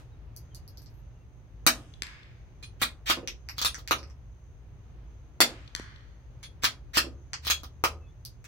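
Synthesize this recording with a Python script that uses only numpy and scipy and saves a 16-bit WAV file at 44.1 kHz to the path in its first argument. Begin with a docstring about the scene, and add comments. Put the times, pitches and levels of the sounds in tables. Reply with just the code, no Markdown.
"""A bird chirps and a spent case bounces while an earlier knock dies away; then a suppressed small-calibre
bolt rifle fires from a wooden bench under a roof. The bullet smacks a far target and the woods answer; the
bolt is worked, a case bounces and rings, and a second shot, bolt stroke and bouncing case follow.
Blows excite ringing modes and broad clicks, and random reflections spread them over two microphones.
Behind: filtered-noise traffic, leaves and insects, a wavering hum, a twice-climbing engine, bird glides."""
import sys
import numpy as np
from scipy import signal
from scipy.fft import rfft, irfft
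from scipy.io import wavfile
from scipy.ndimage import uniform_filter1d

SR = 44100
rng = np.random.default_rng(int(sys.argv[2]) if len(sys.argv) > 2 else 0)


def master(y):
    """Save y as 16-bit WAV."""
    cut = np.clip(np.atleast_2d(y).T, -1, 1)
    pcm = np.round(cut * 32767)  # scale
    wavfile.write(sys.argv[1], SR, pcm.astype(np.int16))


N = 373527
T = np.arange(N) / SR
RIGHT_LAG_S = .0005  # direct sound reaches the right microphone later


def undb(db):
    """Level in dB to amplitude factor."""
    return 10 ** (np.asarray(db) / 20)


def unit(x):
    """Scale to rms 1."""
    return x / np.sqrt(np.mean(x ** 2))


def band(x, hz, width):
    """Two-pole resonance, gain 1 at the centre."""
    return signal.lfilter(*signal.iirpeak(hz, hz / width, fs=SR), x)


def fade(t, t60):
    """Exponential decay, down 60 dB after t60 seconds."""
    return np.exp(-np.log(1000) * t / t60)


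def walk(rate):
    """Slow random wander, spread 1, from `rate` smoothed random steps a second."""
    k = int(SR / rate)
    steps = np.repeat(rng.standard_normal(N // k + 1), k)
    return unit(uniform_filter1d(uniform_filter1d(steps, k), k)[:N])


def glide(a, b, hz, end_hz):
    """Sine sliding in a straight line from hz to end_hz between times a and b."""
    return np.sin(2 * np.pi * np.cumsum(np.interp(T, [a, b], [hz, end_hz])) / SR)


def ring(modes):
    """Response of a struck body: decaying sine modes, peak 1."""
    t = T[:SR // 2]
    y = sum(undb(db) * np.sin(2 * np.pi * hz * t) * fade(t, t60) for hz, db, t60 in modes)
    return y / np.abs(y).max()


def click(lo_hz, hi_hz):
    """Response of a dead part: a click in one broad band."""
    sos = signal.butter(2, [lo_hz, hi_hz], "band", fs=SR, output="sos")
    return signal.sosfilt(sos, signal.unit_impulse(SR // 100))


def blows(times, db, rattle_ms, response):
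    """A millisecond of gathering contacts, the sharp blow, then a dying spray; db is the energy of the answer."""
    out = np.zeros(N + SR)
    ms_late = 1000 * T[:1000] - 1
    chance = rng.standard_normal((len(times), len(ms_late)))
    for s, gain, ms, contacts in zip(times, undb(db), np.broadcast_to(rattle_ms, len(times)), chance):
        dying = -ms_late / np.clip(ms, .1, 6)
        spray = 0.3 * contacts * np.exp(np.where(ms_late < 0, ms_late / 0.15, dying))
        spray[SR // 1000] = 1  # the sharp blow
        hit = signal.fftconvolve(spray, response)
        start = int(s * SR)
        out[start:start + len(hit)] += gain * hit / np.linalg.norm(hit)
    return out[:N]


def through(x, response):
    """Sound heard through a response, channel by channel."""
    return signal.oaconvolve(np.atleast_2d(x), np.atleast_2d(response), axes=1)[:, :N]


# shots: (t/s, crack level/dB, bullet flight and sound's return t/s, backstop thud level/dB)
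ROUNDS = [(1.6642, 5, .3563, -37), (5.4033, 5.5, .3461, -13)]
# knocks of hand and bolt: (t/s, stroke whose layers it takes, crack level/dB); the rebound off the forward stop
# at 3.664 s takes the layers of a feed stroke, and the last light hand touch at 8.442 s those of a rebound
BOLT = [(2.626, "touch", -27), (2.8154, "lift", -8), (2.8191, "lift", 0), (3.098, "back", -1.5),
        (3.11, "rebound", -16), (3.581, "feed", -13), (3.615, "feed", -7.5), (3.647, "home", -1.5),
        (3.664, "feed", -16.5), (3.781, "nudge", -30), (3.909, "lock", -5), (6.428, "touch", -26.5),
        (6.635, "lift", -6.5), (6.642, "lift", -0.5), (6.97, "back", -1), (6.986, "rebound", -23),
        (7.449, "feed", -21), (7.468, "feed", -9), (7.499, "home", -2.5), (7.633, "nudge", -24.5),
        (7.838, "lock", -4.5), (8.442, "rebound", -31.5)]
# layers of each stroke, level/dB over its crack: (bench thump, stock knock, receiver clack, steel ring,
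# body, top, then rattle time/ms, held within 0.1 to 6)
STROKES = {"touch": (-17.5, -24.5, -8.5, 3, -6, -10.5, 5.9),
           "lift": (-12.5, -20, -3.5, -10, -2, -2.5, -0.5), "back": (-9, -8, 1, -11.5, -1, -3, 2.6),
           "rebound": (-8, -13.5, -9, -7.5, -1, -3, 0), "feed": (-21, -24, -3.5, -2.5, -12, -3, -0.4),
           "home": (-21.5, -32, -3, -5, -12.5, -2, 2.1), "nudge": (1.5, -4, 3.5, -12, -11.5, -2, -1),
           "lock": (-9.5, -1.5, 9.5, -8.5, -4, -2, 0.5)}
# the shot in the same columns; gas does not ring the steel
MUZZLE = (-4, -11.5, -0.5, -62, -4, -0.5, 2)


def strokes():
    """Every bolt knock and shot as columns: time, crack level, its layers and rattle."""
    rows = [(s, db, *STROKES[kind]) for s, kind, db in BOLT]
    rows += [(s, db, *MUZZLE) for s, db, *_ in ROUNDS]
    return np.transpose(rows)


# modes of the ringing steel: (f/Hz, relative level/dB, t60/s)
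STEEL = [(2498, -6.5, 0.036), (3328, -6.5, 0.11), (3559, -6.5, 0.041), (4220, 1, 0.012), (4634, -3.5, 0.02),
         (6460, -5.5, 0.011), (9610, -14, 0.13)]


def rifle_steel():
    """Sharp blows ring the steel and click in three broad bands: crack, body and top."""
    s, crack_db, _, _, _, steel_db, body_db, top_db, ms = strokes()
    out = blows(s, crack_db + steel_db, ms, ring(STEEL))
    out += blows(s, crack_db, ms, click(2700, 6200))
    out += blows(s, crack_db + body_db, ms, click(1200, 2800))
    out += blows(s, crack_db + top_db, ms, click(7000, 17000))
    return out


# modes of the receiver: (f/Hz, relative level/dB, t60/s)
RECEIVER = [(1053, 0, 0.019), (1239.6, 13.5, 0.018), (1440, -8.5, 0.0072)]


def receiver_clack():
    """The blows make the receiver ring in a few short modes."""
    s, crack_db, _, _, clack_db, *_ = strokes()
    return blows(s, crack_db + clack_db, 0.29, ring(RECEIVER))


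# the bolt sliding up to its stop: (start t/s, end t/s, grit level/dB at the end, before filtering)
SLIDING = [(2.794, 2.825, -39), (3.056, 3.101, -23.5), (3.561, 3.634, -42), (6.619, 6.636, -29),
           (6.932, 6.961, -25), (7.421, 7.495, -40)]
SLIDE_RISE_DB, SLIDE_TOP_DB = 13, -9.5  # growth over a slide; top band over the main band


def bolt_slide():
    """Uneven friction grit grows louder up to the stop, coloured by broad resonances."""
    grit = unit(rng.standard_normal(N) * undb(2.6 * rng.standard_normal(N)))
    level = np.zeros(N)
    for a, b, db in SLIDING:
        growing = undb(np.interp(T, [a, b], [db - SLIDE_RISE_DB, db]))
        level += growing * np.clip((T - a) / 0.0057, 0, 1) * (T < b)
    scrape = level * grit
    main = band(band(scrape, 2200, 4700), 3000, 9000)
    return main + undb(SLIDE_TOP_DB) * band(scrape, 14000, 9000)


# modes of the wooden bench: (f/Hz, relative level/dB, t60/s)
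BENCH = [(114, -10.5, 0.044), (159, -10.5, 0.1), (239, -3.5, 0.19), (292, 3, 0.058), (387, -7.5, 0.016),
         (468, -4, 0.032), (637, -3.5, 0.045), (740, -8, 0.014)]
# the rifle shifting on its rest: (t/s, level/dB before reflections and panning)
BUMPS = [(3.171, -12), (3.183, -16.5), (3.228, -15.5), (7.04, -14), (7.066, -15)]


def bench_thumps():
    """Blows ring the bench modes; stock knocks and rest bumps are dull broad clicks."""
    s, crack_db, thump_db, stock_db, *_ = strokes()
    wood = blows(s, crack_db + thump_db, .15, ring(BENCH))
    wood += blows(s, crack_db + stock_db, 4.3, click(300, 700))
    return wood + blows(*np.transpose(BUMPS), 4.3, click(210, 505))


# bounces of spent cases: (t/s, surface, then level/dB of tick, top, brass ring)
BOUNCES = [(0.363, "concrete", -27, -23.5, -28), (0.5465, "concrete", -25, -28.5, -32),
           (0.677, "concrete", -31, -32, -36), (0.772, "concrete", -28.5, -53, -31.5),
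           (0.818, "concrete", -38, -42, -36), (0.86, "concrete", -33.5, -55, -57),
           (0.899, "concrete", -60, -53, -50), (0.939, "concrete", -58, -56, -48),
           (0.974, "concrete", -58, -58, -46), (3.274, "wood", -10.5, -26, -29),
           (3.487, "wood", -15, -36, -25), (3.7439, "wood", -15, -34, -53),
           (3.8749, "wood", -15.5, -22.5, -34), (3.983, "concrete", -25, -55, -47),
           (4.029, "wood", -28.5, -56, -57), (4.074, "wood", -45, -61, -57),
           (4.099, "wood", -36.5, -60, -57), (7.332, "wood", -10.5, -35, -53),
           (8.25, "concrete", -19, -19, -32)]
# dull knock of each surface: level/dB over the tick
KNOCK_DB = {"wood": -1.5, "concrete": -22.5}
# modes of the brass tube: (f/Hz, relative level/dB, t60/s)
BRASS = [(4960, -17.5, 0.025), (5000, -7.5, 0.0572), (4900, -4, 0.036), (12300, -10, 0.1),
         (12300, 12.5, 0.12)]


def cases():
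    """A tick on wood or concrete, and the thin brass tube ringing on."""
    rows = [(s, KNOCK_DB[surface], *db) for s, surface, *db in BOUNCES]
    s, knock_db, tick_db, top_db, ring_db = np.transpose(rows)
    tick = blows(s, tick_db, 0.31, click(4370, 6130))
    knock = blows(s, tick_db + knock_db, 0.39, click(920, 2600))
    top = blows(s, top_db, .35, click(9400, 16000))
    return tick + knock + top + blows(s, ring_db, 0.12, ring(BRASS))


# reflections under the open roof, lingering longest in the lowest band:
# (f/Hz, t60/s, energy level/dB over the direct sound before each source's own offset)
ROOF = [(364, 0.36, 3), (800, 0.12, -1.5), (1600, 0.17, -3), (3330, 0.19, 5.5), (6000, 0.17, -4.5),
        (12100, 0.11, 8)]
ROOF_RISE_S = .005


def shelter(lag_s, echo_db):
    """Direct sound, then roof, bench and floor reflections; their bass is alike at both microphones."""
    t = T[:SR // 4]
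    out = np.zeros((2, len(t)))
    direct = signal.unit_impulse(len(t))
    sparse = rng.standard_normal((3, len(t))) * undb(1.4 * rng.standard_normal((3, len(t))))
    for hz, t60, db in ROOF:
        like = 1 / (1 + (hz / 750) ** 4)  # energy share common to both sides
        mix = np.sqrt(like) * sparse[2] + np.sqrt(1 - like) * sparse[:2]
        echo = band(band(mix, hz, 1.73 * hz), hz, 1.73 * hz)
        echo = echo * fade(t, t60) * (1 - np.exp(-(t / ROOF_RISE_S) ** 2))
        direct_energy = np.linalg.norm(band(direct, hz, hz))
        out += undb(db + echo_db) * direct_energy * echo / np.linalg.norm(echo, axis=1, keepdims=True)
    out[0, 0] += 1
    out[1, int(lag_s * SR)] += 1
    return out


def sliced_shelter(x):
    """Rifle sound in crossfaded quarter-second slices, each with freshly drawn roof reflections."""
    hop = int(.25 * SR)
    out = np.zeros((2, N + SR))
    window = signal.windows.hann(2 * hop, sym=False)
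    for i in range(0, N, hop):
        room = shelter(RIGHT_LAG_S, 0)
        part = x[i:i + 2 * hop] * window[:N - i]
        wet = signal.fftconvolve(part[None], room, axes=1)
        out[:, i:i + wet.shape[1]] += wet
    return out[:, :N]


# main echo off the far trunks: (centre f/Hz, width f/Hz, t60/s, rise t/s)
WOODS = (1100, 2200, 0.95, 0.0068)
# quick bright returns from near leaves: the same columns, then level/dB over the trunks
LEAVES = (6200, 17000, 0.29, 0.006, 4.2)


def woods():
    """Scattered returns from trunks and leaves, unrelated left and right."""
    t = T[:SR]
    out = np.zeros((2, SR))
    for hz, width, t60, rise, db in [(*WOODS, 0), LEAVES]:
        scatter = unit(band(band(rng.standard_normal((2, SR)), hz, width), hz, width))
        out += undb(db) * scatter * fade(t, t60) * (1 - np.exp(-t / rise))
    return out


# bullet strike and its ground bounce: (t/s after the strike arrives, right smack level/dB, thud level/dB)
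TARGET = [(0.0, -8, -23), (0.012, -19, -46)]
BACKSTOP_S, BACKSTOP_DB = .0467, -27.5  # backstop: time after the strike, smack on the right
BLAST_ECHO_S, BLAST_ECHO_DB = .273, -30  # muzzle blast back from the target, after the shot
LATE_ECHO_S, LATE_ECHO_DB = .21, -34  # strike off the tree line, after the strike


def downrange():
    """Dry smacks from the target, stronger on the left; they and the muzzle blast echo among the trees."""
    rows, echoes = [], []
    for shot, _, flight, backstop_db in ROUNDS:
        strike = shot + flight
        rows += [(strike + late, smack_db, thud_db) for late, smack_db, thud_db in TARGET]
        rows.append((strike + BACKSTOP_S, BACKSTOP_DB, backstop_db))
        echoes += [(shot + BLAST_ECHO_S, BLAST_ECHO_DB), (strike + LATE_ECHO_S, LATE_ECHO_DB)]
    s, smack_db, thud_db = np.transpose(rows)
    smack = blows(s, smack_db, 1.0, click(1600, 6000))
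    smack += blows(*np.transpose(echoes), 2.5, click(2700, 4300))
    thud = blows(s, thud_db, 0.42, click(180, 400))
    muzzle = blows(*np.transpose(ROUNDS)[:2], 0.05, click(1100, 7000))
    direct = np.array([undb(6.0) * smack, np.roll(smack, int(RIGHT_LAG_S * SR))]) + thud
    return direct + through(undb(-40.5) * smack + undb(-51.5) * muzzle, woods())


# fading echo under the roof: (rms level/dB before the fade, t60/s)
EARLIER = (-56.5, 0.22)


def earlier():
    """Fading band noise: the dying echo of a knock just before the start."""
    db, t60 = EARLIER
    return undb(db) * fade(T, t60) * unit(band(rng.standard_normal((2, N)), 770, 1700))


# far engine climbing: (start t/s, end t/s, start f/Hz, end f/Hz, mean level/dB, loudest swell t/s)
ENGINE = [(3.226, 4.35, 61, 73.3, -46.5, 3.64), (6.703, 8.208, 62.83, 80.56, -44.5, 7.1)]
ENGINE_SWELL_S, ENGINE_SWELL_DB = 0.42, 4.5  # wavering level: period, swing either way


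def engine():
    """A far engine: a low sine climbs in pitch twice as its level wavers."""
    out = np.zeros(N)
    for a, b, hz, end_hz, db, loud in ENGINE:
        gate = np.clip(np.minimum(T - a, b - T) / 0.15, 0, 1)
        swell = ENGINE_SWELL_DB * np.cos(2 * np.pi * (T - loud) / ENGINE_SWELL_S)
        out += gate * undb(db + swell) * glide(a, b, hz, end_hz)
    return out


# bird notes: (start t/s, end t/s, start f/Hz, end f/Hz, peak level/dB)
BIRD = [(.115, .16, 3900, 3730, -73), (1.15, 1.19, 2950, 2700, -76), (1.195, 1.24, 2730, 2720, -75),
        (0.504, 0.55, 3250, 3040, -67), (.56, .605, 2900, 2850, -70), (8, 8.092, 2667, 2540, -66),
        (8.058, 8.12, 3430, 3470, -69)]


def birds():
    """Short gliding whistles, each swelling and fading as half a sine."""
    out = np.zeros(N)
    for a, b, hz, end_hz, db in BIRD:
        swell = np.sin(np.pi * np.clip((T - a) / (b - a), 0, 1))
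        out += undb(db) * swell * glide(a, b, hz, end_hz)
    return out


# chorus: (centre f/Hz, width f/Hz, mean level/dB, left over right level/dB)
INSECTS = (6298.5, 486, -81, 7.5)


def insects():
    """A narrow throbbing chorus of band noise, stronger on the left."""
    hz, width, db, pan_db = INSECTS
    hiss = unit(band(band(rng.standard_normal((2, N)), hz, width), hz, width))
    return hiss * undb(db + 2.5 * walk(9.1) + np.array([[pan_db], [-pan_db]]) / 2)


# hum lines: (mean f/Hz, mean level/dB)
HUM = [(53.8, -61), (118.4, -57)]


def hum():
    """Low sine lines whose pitch and level wander slowly."""
    out = np.zeros(N)
    for hz, db in HUM:
        phase = 2 * np.pi * np.cumsum(hz * (1 + 0.018 * walk(1.6))) / SR
        out += undb(db + 1.2 * walk(2)) * np.sin(phase)
    return out


# spectrum of the air: (f/Hz, relative level/dB per Hz)
AIR = [(13, -47), (22, -17), (36, -12.5), (52, 2.5), (83, -6), (118, -6), (184, -20.5), (217, -24),
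       (356, -25.5), (398, -26.5), (469, -28.5), (2670, -43), (4630, -51), (6270, -55), (7600, -80),
       (16000, -75)]
AIR_DB = -48  # overall rms, before the slow swell


def air():
    """Far traffic and leaves: coloured noise, alike in the bass, swelling slowly."""
    f = np.maximum(np.fft.rfftfreq(N, 1 / SR), 1)
    hz, db = np.transpose(AIR)
    shape = undb(np.interp(np.log(f), np.log(hz), db))
    like = 1.13 / (1 + (f / 600) ** 2) / (1 + (45 / f) ** 2)  # light wind parts the deepest bass
    mid, side = rfft(rng.standard_normal((2, N)))
    pair = np.sqrt(1 + like) * mid + np.sqrt(1 - like) * side * np.array([[1], [-1]])
    return unit(irfft(shape * pair, N)) * undb(AIR_DB + 0.9 * walk(3.5))


def scene():
    """Rifle, bench and cases under the roof, the far target, then the background."""
    near = sliced_shelter(rifle_steel() + bolt_slide())
    # the receiver is nearer the middle line of the microphones, so it lags less
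    near += through(receiver_clack(), shelter(.00022, -6))
    bench_pan = undb([[-1.5], [1.5]])  # 3 dB stronger on the right
    near += through(bench_thumps(), shelter(0, -4)) * bench_pan
    near += through(cases(), shelter(RIGHT_LAG_S, -6.5))
    return near + downrange() + earlier() + engine() + birds() + insects() + hum() + air()


HISS_DB = -82.5
SHELF_HZ, TOP_HZ = 15800, 16800  # start of the steep drop; edge of the final cut


def record(dry):
    """The recorder hisses faintly, rounds the loudest peaks, drops steeply at the top and cuts all beyond."""
    hissing = dry + undb(HISS_DB) * rng.standard_normal(dry.shape)
    rounded = .92 * np.tanh(hissing / .92)
    shelf = signal.sosfilt(signal.ellip(6, .2, 22, SHELF_HZ, fs=SR, output="sos"), rounded)
    return signal.sosfilt(signal.ellip(10, .2, 95, TOP_HZ, fs=SR, output="sos"), shelf)


dry = scene()
out = record(dry)
master(out)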